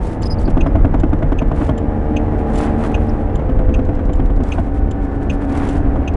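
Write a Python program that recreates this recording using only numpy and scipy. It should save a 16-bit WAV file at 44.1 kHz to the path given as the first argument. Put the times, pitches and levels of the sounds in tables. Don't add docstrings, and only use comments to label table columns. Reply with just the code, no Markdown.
import sys
import numpy as np
from scipy import signal
from scipy.fft import rfft, irfft
from scipy.io import wavfile
from scipy.ndimage import uniform_filter1d

SR = 44100
rng = np.random.default_rng(int(sys.argv[2]) if len(sys.argv) > 2 else 0)


def materialize(psi):
    bounded = np.clip(np.atleast_2d(psi).T, -1, 1)
    quanta = np.round(bounded * 32767).astype(np.int16)
    wavfile.write(sys.argv[1], SR, quanta)


N = 271656
TIME = np.arange(N) / SR

# (f/Hz, level/dB)
ROAD_SPECTRUM = [(6, -18), (22, 3), (45, 4), (92, 2.5), (125, -8.5), (190, -7.5), (290, -5), (400, -14),
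                 (700, -17), (1000, -25), (1900, -34.5), (3000, -48), (4200, -58.5), (11000, -70)]
# (t/s, rumble level/dB, roar level/dB)
ROAD_ROUGHNESS = [(0, -19, -26.5), (.6, -12.5, -24.5), (1.2, -17, -26.5), (2.25, -16, -23.5),
                  (2.7, -19, -21), (3.05, -13, -24), (4.6, -15.5, -27.5), (5.501, -16.5, -25),
                  (5.8, -12.5, -23.5), (6.16, -13.5, -24.5)]
# (t/s, f/Hz)
DRIVELINE_PITCH = [(0, 81.85), (1.55, 75.4), (3.05, 74.48), (4.6, 70.56), (6.16, 69.13)]
# (harmonic number, level/dB)
WHINE_HARMONICS = [(1, -36.5), (2, -40.5), (3, -35.5), (4, -33), (5, -42), (6, -38), (7, -44.5), (8, -42.5),
                   (9, -44.5), (10, -45), (11, -38), (12, -64.5), (13, -51), (15, -61), (16, -52.5),
                   (21, -57), (23, -60), (25, -59.5)]
# (harmonic number, change/dB)
LOAD_CHANGES = [(3, -2.5), (7, 7), (11, -3)]
# (f/Hz, bandwidth/Hz, lift/dB)
CABIN_MODES = [(156.9, 11.8, 15.5), (222.9, 8.7, 9.5), (278.7, 7.1, 9.5), (295, 12, 3), (450.4, 30, 6),
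               (510.6, 26, 9.5), (600, 9.9, 5.5), (747, 17, 8), (1469, 36, 9), (1600, 22, 9),
               (1745, 30, 10.5)]
# (f/Hz, level/dB)
TICK_SPECTRUM = [(1000, -11), (3000, 6.5), (5000, -0.5), (8000, 0), (9000, -15), (11000, -13.5)]
# (f/Hz, pull-in level/dB, release level/dB)
RELAY_MODES = [(2537, 1, -20.5), (2755, -3.5, -16), (3010, -12.5, -7), (3275, -13.5, -12),
               (3660, -21, -12.5), (6190, -14.5, -17), (6480, -18.5, -18.5), (7240, -29.5, -6),
               (9900, -35, -16.5)]
# (t/s, duration/s, first f/Hz, last f/Hz, level/dB, roughness 0-1)
SHOE_SQUEAKS = [(0.23, 0.014, 4700, 4820, -36, 0.8), (0.254, 0.021, 5040, 5000, -33.5, 0.2),
                (0.296, 0.044, 5040, 4980, -32.5, 0.2), (0.333, 0.018, 4920, 4770, -47, 0.44),
                (0.383, 0.011, 4630, 4580, -45, 0.15), (0.449, 0.021, 4630, 4680, -44.5, 0.3),
                (0.474, .012, 4650, 4550, -49, 0.5), (3.091, 0.014, 5130, 5300, -45.5, 0.55)]
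# (t/s, duration/s, cloth level/dB, sole level/dB)
FOOT_MOVES = [(0.005, .18, -46, -41), (0.21, 0.084, -45, -38), (0.388, 0.056, -39.5, -68),
              (0.496, 0.021, -41, -51), (1.536, 0.2, -47.5, -34.5), (2.52, 0.16, -39, -33),
              (2.595, .12, -50, -31), (2.624, 0.68, -55, -39), (2.796, 0.13, -51.5, -34.5),
              (4.432, 0.23, -50, -35.5), (5.462, 0.36, -43, -29.5)]
# (t/s, duration/s, first level/dB)
SHOE_SHUFFLES = [(2.37, .15, -53), (4.639, .15, -54.5), (5.012, .44, -54)]
# (f/Hz, level/dB)
CLOTH_SPECTRUM = [(300, 13.5), (1000, -4.5), (3000, 2.5), (5000, -3), (8000, -3.5), (10000, -5.5),
                  (11200, -16.5)]
# (f/Hz, level/dB)
SOLE_SPECTRUM = [(300, 3.5), (900, 4.5), (1400, -1.5), (2200, -8), (3300, -19), (6000, -39.5)]
# (t/s, duration/s, first wheel period/s, knock level/dB, onset offset/dB,
# knock decay/(dB/s), shake level/dB, shake decay/(dB/s), tick level/dB)
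BRAKE_PRESSES = [(0.4788, 1.15, 0.091, -12.5, -5, 3.5, -9.5, 9.5, -54),
                 (3.296, 1.11, .0974, -18, -11.5, 3.5, -15.5, 0, -49.5),
                 (5.85, 0.14, .107, -17.5, -12, 3, -17.5, 7, -62)]
# (t/s, level/dB)
SQUEAL_ENVELOPE = [(.655, -75), (.678, -54), (.70, -69), (.72, -75)]
# (harmonic of the wheel's rotation, level/dB)
SHAKE_HARMONICS = [(2, -2), (3, -3.5), (4, -6.5), (5, -19.5)]
# (t/s, level/dB)
PEDAL_RELEASES = [(4.434, -42), (6.136, -48)]
# (t/s, level/dB)
PEDAL_CLUNKS = [(1.691, -12), (4.583, -15), (5.752, -20)]
# (f/Hz, level/dB, T60/s)
BODY_MODES = [(82.4, -4.5, 0.26), (149.2, -3, 0.17), (258.5, -1.5, 0.1), (310, 1.5, 0.047), (458, -13, 0.1),
              (650.5, -0.5, 0.052), (868, -7, 0.015), (1083, -10, 0.035), (1510, -11.5, 0.034),
              (2117, -27, 0.11)]
# (f/Hz, level/dB)
CLATTER_SPECTRUM = [(60, 3), (150, -3), (290, 15), (420, -12), (650, -5), (900, -1.5), (1500, -13.5),
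                    (2200, -19), (3200, -23.5), (4500, -40.5), (7500, -43), (11000, -55.5)]


def gain_of(db):
    return 10 ** (np.asarray(db) / 20)


def unit_rms(x):
    return x / np.sqrt(np.mean(x ** 2) + 1e-20)


def add(mix, s, sound):
    part = mix[max(round(s * SR), 0):][:len(sound)]
    part += sound[:len(part)]


def resonance(f, centre_hz, width_hz):
    return 1 / (1 + (2 * (f - centre_hz) / width_hz) ** 2)


def colour(spectrum, hz):
    f, db = np.transpose(spectrum)
    return gain_of(np.interp(np.log(hz + 1), np.log(f), db))


def noise(shape):
    return unit_rms(irfft(rfft(rng.standard_normal(N)) * shape(np.fft.rfftfreq(N, 1 / SR)), N))


def drift(hz):
    return noise(lambda f: np.exp(-(f / hz) ** 2))


def bursts(blows, rise, hold, t60, tail_db, tail_t60):
    t, out = np.arange(SR // 4) / SR, np.zeros(N)
    direct = gain_of(-60 * np.maximum(t - hold, 0) / t60)
    tail = gain_of(tail_db - 60 * t / tail_t60)
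    envelope = (1 - np.exp(-t / rise)) * np.hypot(direct, tail)
    for s, db in blows:
        add(out, s, gain_of(db) * envelope)
    return out


def braking(ease_s=.45):
    on = sum(1. * (TIME > start) * (TIME < start + length) for start, length, *_ in BRAKE_PRESSES)
    return uniform_filter1d(on, int(ease_s * SR))


def road(split_hz=140, rumble_db=-2, roar_db=1, flutter_db=0.67):
    s, low_db, high_db = np.transpose(ROAD_ROUGHNESS)
    rumble = noise(lambda f: colour(ROAD_SPECTRUM, f) / np.hypot(1, (f / split_hz) ** 4))
    roar = noise(lambda f: colour(ROAD_SPECTRUM, f) / np.hypot(1, (split_hz / (f + 1)) ** 4))
    rumble *= gain_of(np.interp(TIME, s, low_db) + rumble_db)
    roar *= gain_of(np.interp(TIME, s, high_db) + roar_db + flutter_db * drift(35))
    return rumble + roar


def driveline(whine_db=-.22, braked_db=-1.5, boom_db=-25, waver_db=.5, wobble_rad=.49, per_turn=7.33):
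    hz, brake, whine = np.interp(TIME, *np.transpose(DRIVELINE_PITCH)), braking(), np.zeros(N)
    s, _, roar_db = np.transpose(ROAD_ROUGHNESS)
    level_db = whine_db + braked_db * brake + 0.92 * np.interp(TIME, s, roar_db - roar_db.mean())
    phase = 2 * np.pi * np.cumsum(hz) / SR
    for k, db in WHINE_HARMONICS:
        lift_db = sum(peak * resonance(k * hz, f, width) for f, width, peak in CABIN_MODES)
        load_db = brake * dict(LOAD_CHANGES).get(k, 0)
        amplitude = gain_of(db + lift_db + load_db + waver_db * drift(4.5))
        whine += amplitude * np.sin(k * phase + wobble_rad * drift(5.7))
    boom = np.sin(4 * phase / per_turn + drift(1))
    return np.sqrt(2) * (whine * gain_of(level_db) + boom * gain_of(boom_db + waver_db * drift(6.2)))


def blinks(after_s, db, start_s=.22, period_s=.7785, braked_db=-3):
    times, brake = np.arange(start_s + after_s, N / SR, period_s), braking()
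    return [(s + .019 * (s > 3.1), db + braked_db * brake[int(s * SR)]) for s in times]


def relay(blur_rad=0.92, chatter_hz=170, snap_db=(-16, -7)):
    snap = noise(lambda f: colour(TICK_SPECTRUM, f))
    tock, tick = np.outer(gain_of(snap_db), snap)
    for hz, in_db, out_db in RELAY_MODES:
        bounce_phase = blur_rad * drift(chatter_hz)
        mode = np.sqrt(2) * np.sin(2 * np.pi * hz * TIME + bounce_phase)
        tock += gain_of(in_db) * mode
        tick += gain_of(out_db) * mode
    pull_ins, releases = blinks(after_s=.387, db=-29), blinks(after_s=0, db=-40.5)
    tock *= bursts(pull_ins, rise=.0011, hold=.0074, t60=.04, tail_db=-13, tail_t60=.051)
    tick *= bursts(releases, rise=.00052, hold=.0073, t60=.026, tail_db=-10, tail_t60=.07)
    return tock + tick


def shoe_squeaks(overtone_db=-22, scatter_hz=260, rasp_db=-7):
    out = np.zeros(N)
    rasp = gain_of(rasp_db) * noise(lambda f: resonance(f, centre_hz=5950, width_hz=400))
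    for s, length, first_hz, last_hz, db, rough in SHOE_SQUEAKS:
        n = int(length * SR)
        hz = np.linspace(first_hz, last_hz, n) + scatter_hz * rough * drift(900)[:n]
        phase = 2 * np.pi * np.cumsum(hz) / SR
        grip = 1 + 2 * rough * drift(550)[:n]
        tone = np.sin(phase) + gain_of(overtone_db) * np.sin(2 * phase)
        squeak = unit_rms(grip * tone) + rough ** 2 * rasp[round(s * SR):][:n]
        add(out, s, gain_of(db) * squeak * signal.windows.tukey(n, .5))
    return out


def rubs(period_s=.097, stroke_s=.064, growth_db_per_s=19.5, sole_db=10.5):
    return [(start + t, stroke_s, db + growth_db_per_s * t, db + growth_db_per_s * t + sole_db)
            for start, length, db in SHOE_SHUFFLES for t in np.arange(0, length, period_s)]


def foot_swishes(grain_db=2.96, uneven_db=2, grit_db=3):
    cloth, sole = np.zeros((2, N))
    for s, length, cloth_db, sole_db in FOOT_MOVES + rubs():
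        progress = np.linspace(0, 1, int(length * SR))
        stroke = abs(np.sin(np.pi * progress ** 0.8)) ** 0.94
        add(cloth, s, gain_of(cloth_db) * stroke)
        add(sole, s, gain_of(sole_db) * stroke)
    hiss = noise(lambda f: colour(CLOTH_SPECTRUM, f))
    hiss *= gain_of(grain_db * drift(120) + uneven_db * drift(25))
    scrape = noise(lambda f: colour(SOLE_SPECTRUM, f)) * gain_of(grit_db * drift(200))
    return cloth * hiss + sole * scrape


def brake_squeal(hz=5009):
    level_db = np.interp(TIME, *np.transpose(SQUEAL_ENVELOPE), left=-np.inf, right=-np.inf)
    return gain_of(level_db) * np.sin(2 * np.pi * hz * TIME + drift(30))


def wheel_turns(bite_s=.05, period_growth_s=.00063):
    turns = []
    for start, length, period, knock_db, onset_db, knock_fade, shake_db, shake_fade, _ in BRAKE_PRESSES:
        t = 0
        while t < length:
            bite_db = onset_db * np.exp(-t / bite_s)
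            turns.append((start + t, period, knock_db + bite_db - knock_fade * t,
                          shake_db + bite_db - shake_fade * t))
            t, period = t + period, period + period_growth_s
    return turns


def light_ticks(after_s=.49, lag_turns=.6):
    ticks = [(s + lag_turns * period, db)
             for start, length, *_, db in BRAKE_PRESSES for s, period, *_ in wheel_turns()
             if start + after_s < s + period / 2 and s + period < start + length]
    envelope = bursts(ticks + PEDAL_RELEASES, rise=.00074, hold=.0028, t60=.039, tail_db=-19, tail_t60=.08)
    return envelope * noise(lambda f: colour(TICK_SPECTRUM, f))


def judder(lead_s=.024, uneven_db=1, groan_db=-6, groan_s=.082):
    shake, rub = np.zeros((2, N))
    for s, period, _, db in wheel_turns():
        t = np.arange(-period, period, 1 / SR)
        rock = sum(gain_of(level + uneven_db * rng.standard_normal()) * np.cos(2 * np.pi * k * t / period)
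                   for k, level in SHAKE_HARMONICS)
        add(shake, s - lead_s - period, -gain_of(db) * rock * np.hanning(len(t)))
        add(rub, s - lead_s, gain_of(db) * np.hanning(int(groan_s * SR)))
    groan = gain_of(groan_db) * noise(lambda f: resonance(f, centre_hz=270, width_hz=170))
    return shake + rub * groan


def knocks(scatter_db=.6, rebound_db=-7, clatter_db=-4, hard_db=-9, dulling=0.14, pivot_hz=400):
    t, out = np.arange(SR // 4) / SR, np.zeros(N)
    blows = [(s, db + scatter_db * rng.standard_normal()) for s, _, db, _ in wheel_turns()] + PEDAL_CLUNKS
    for s, db in blows:
        rebound_s = .0115 * rng.uniform(0.719, 1.5)
        for delay, blow_db in (0, db), (rebound_s, db + rebound_db):
            for k, (hz, level, t60) in enumerate(BODY_MODES):
                tilt_db = dulling * (db - hard_db) * np.log2(hz / pivot_hz)
                mode = (-1) ** k * np.sin(2 * np.pi * hz * rng.uniform(0.96, 1.03) * t)
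                start_db = blow_db + level + tilt_db + rng.standard_normal()
                add(out, s + delay, gain_of(start_db - 60 * t / t60) * mode)
    clatter = noise(lambda f: colour(CLATTER_SPECTRUM, f)) * gain_of(clatter_db + 2 * drift(400))
    return out + clatter * bursts(blows, rise=.0011, hold=.0082, t60=.026, tail_db=-16, tail_t60=.08)


def scene():
    background = road() + driveline()
    brakes = judder() + knocks() + light_ticks() + brake_squeal()
    return (background + brakes + relay() + shoe_squeaks() + foot_swishes())[None]


def record(dry, knee=.6, headroom=.33, cutoff_hz=11170):
    excess = np.maximum(abs(dry) - knee, 0)
    rounded = dry - np.sign(dry) * (excess - headroom * np.tanh(excess / headroom))
    tapered = rounded * signal.windows.tukey(N, .001)
    low_pass = signal.firwin(1023, cutoff_hz, window=("kaiser", 9), fs=SR)
    return signal.oaconvolve(tapered, low_pass[None], "same")


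dry = scene()
out = record(dry)
materialize(out)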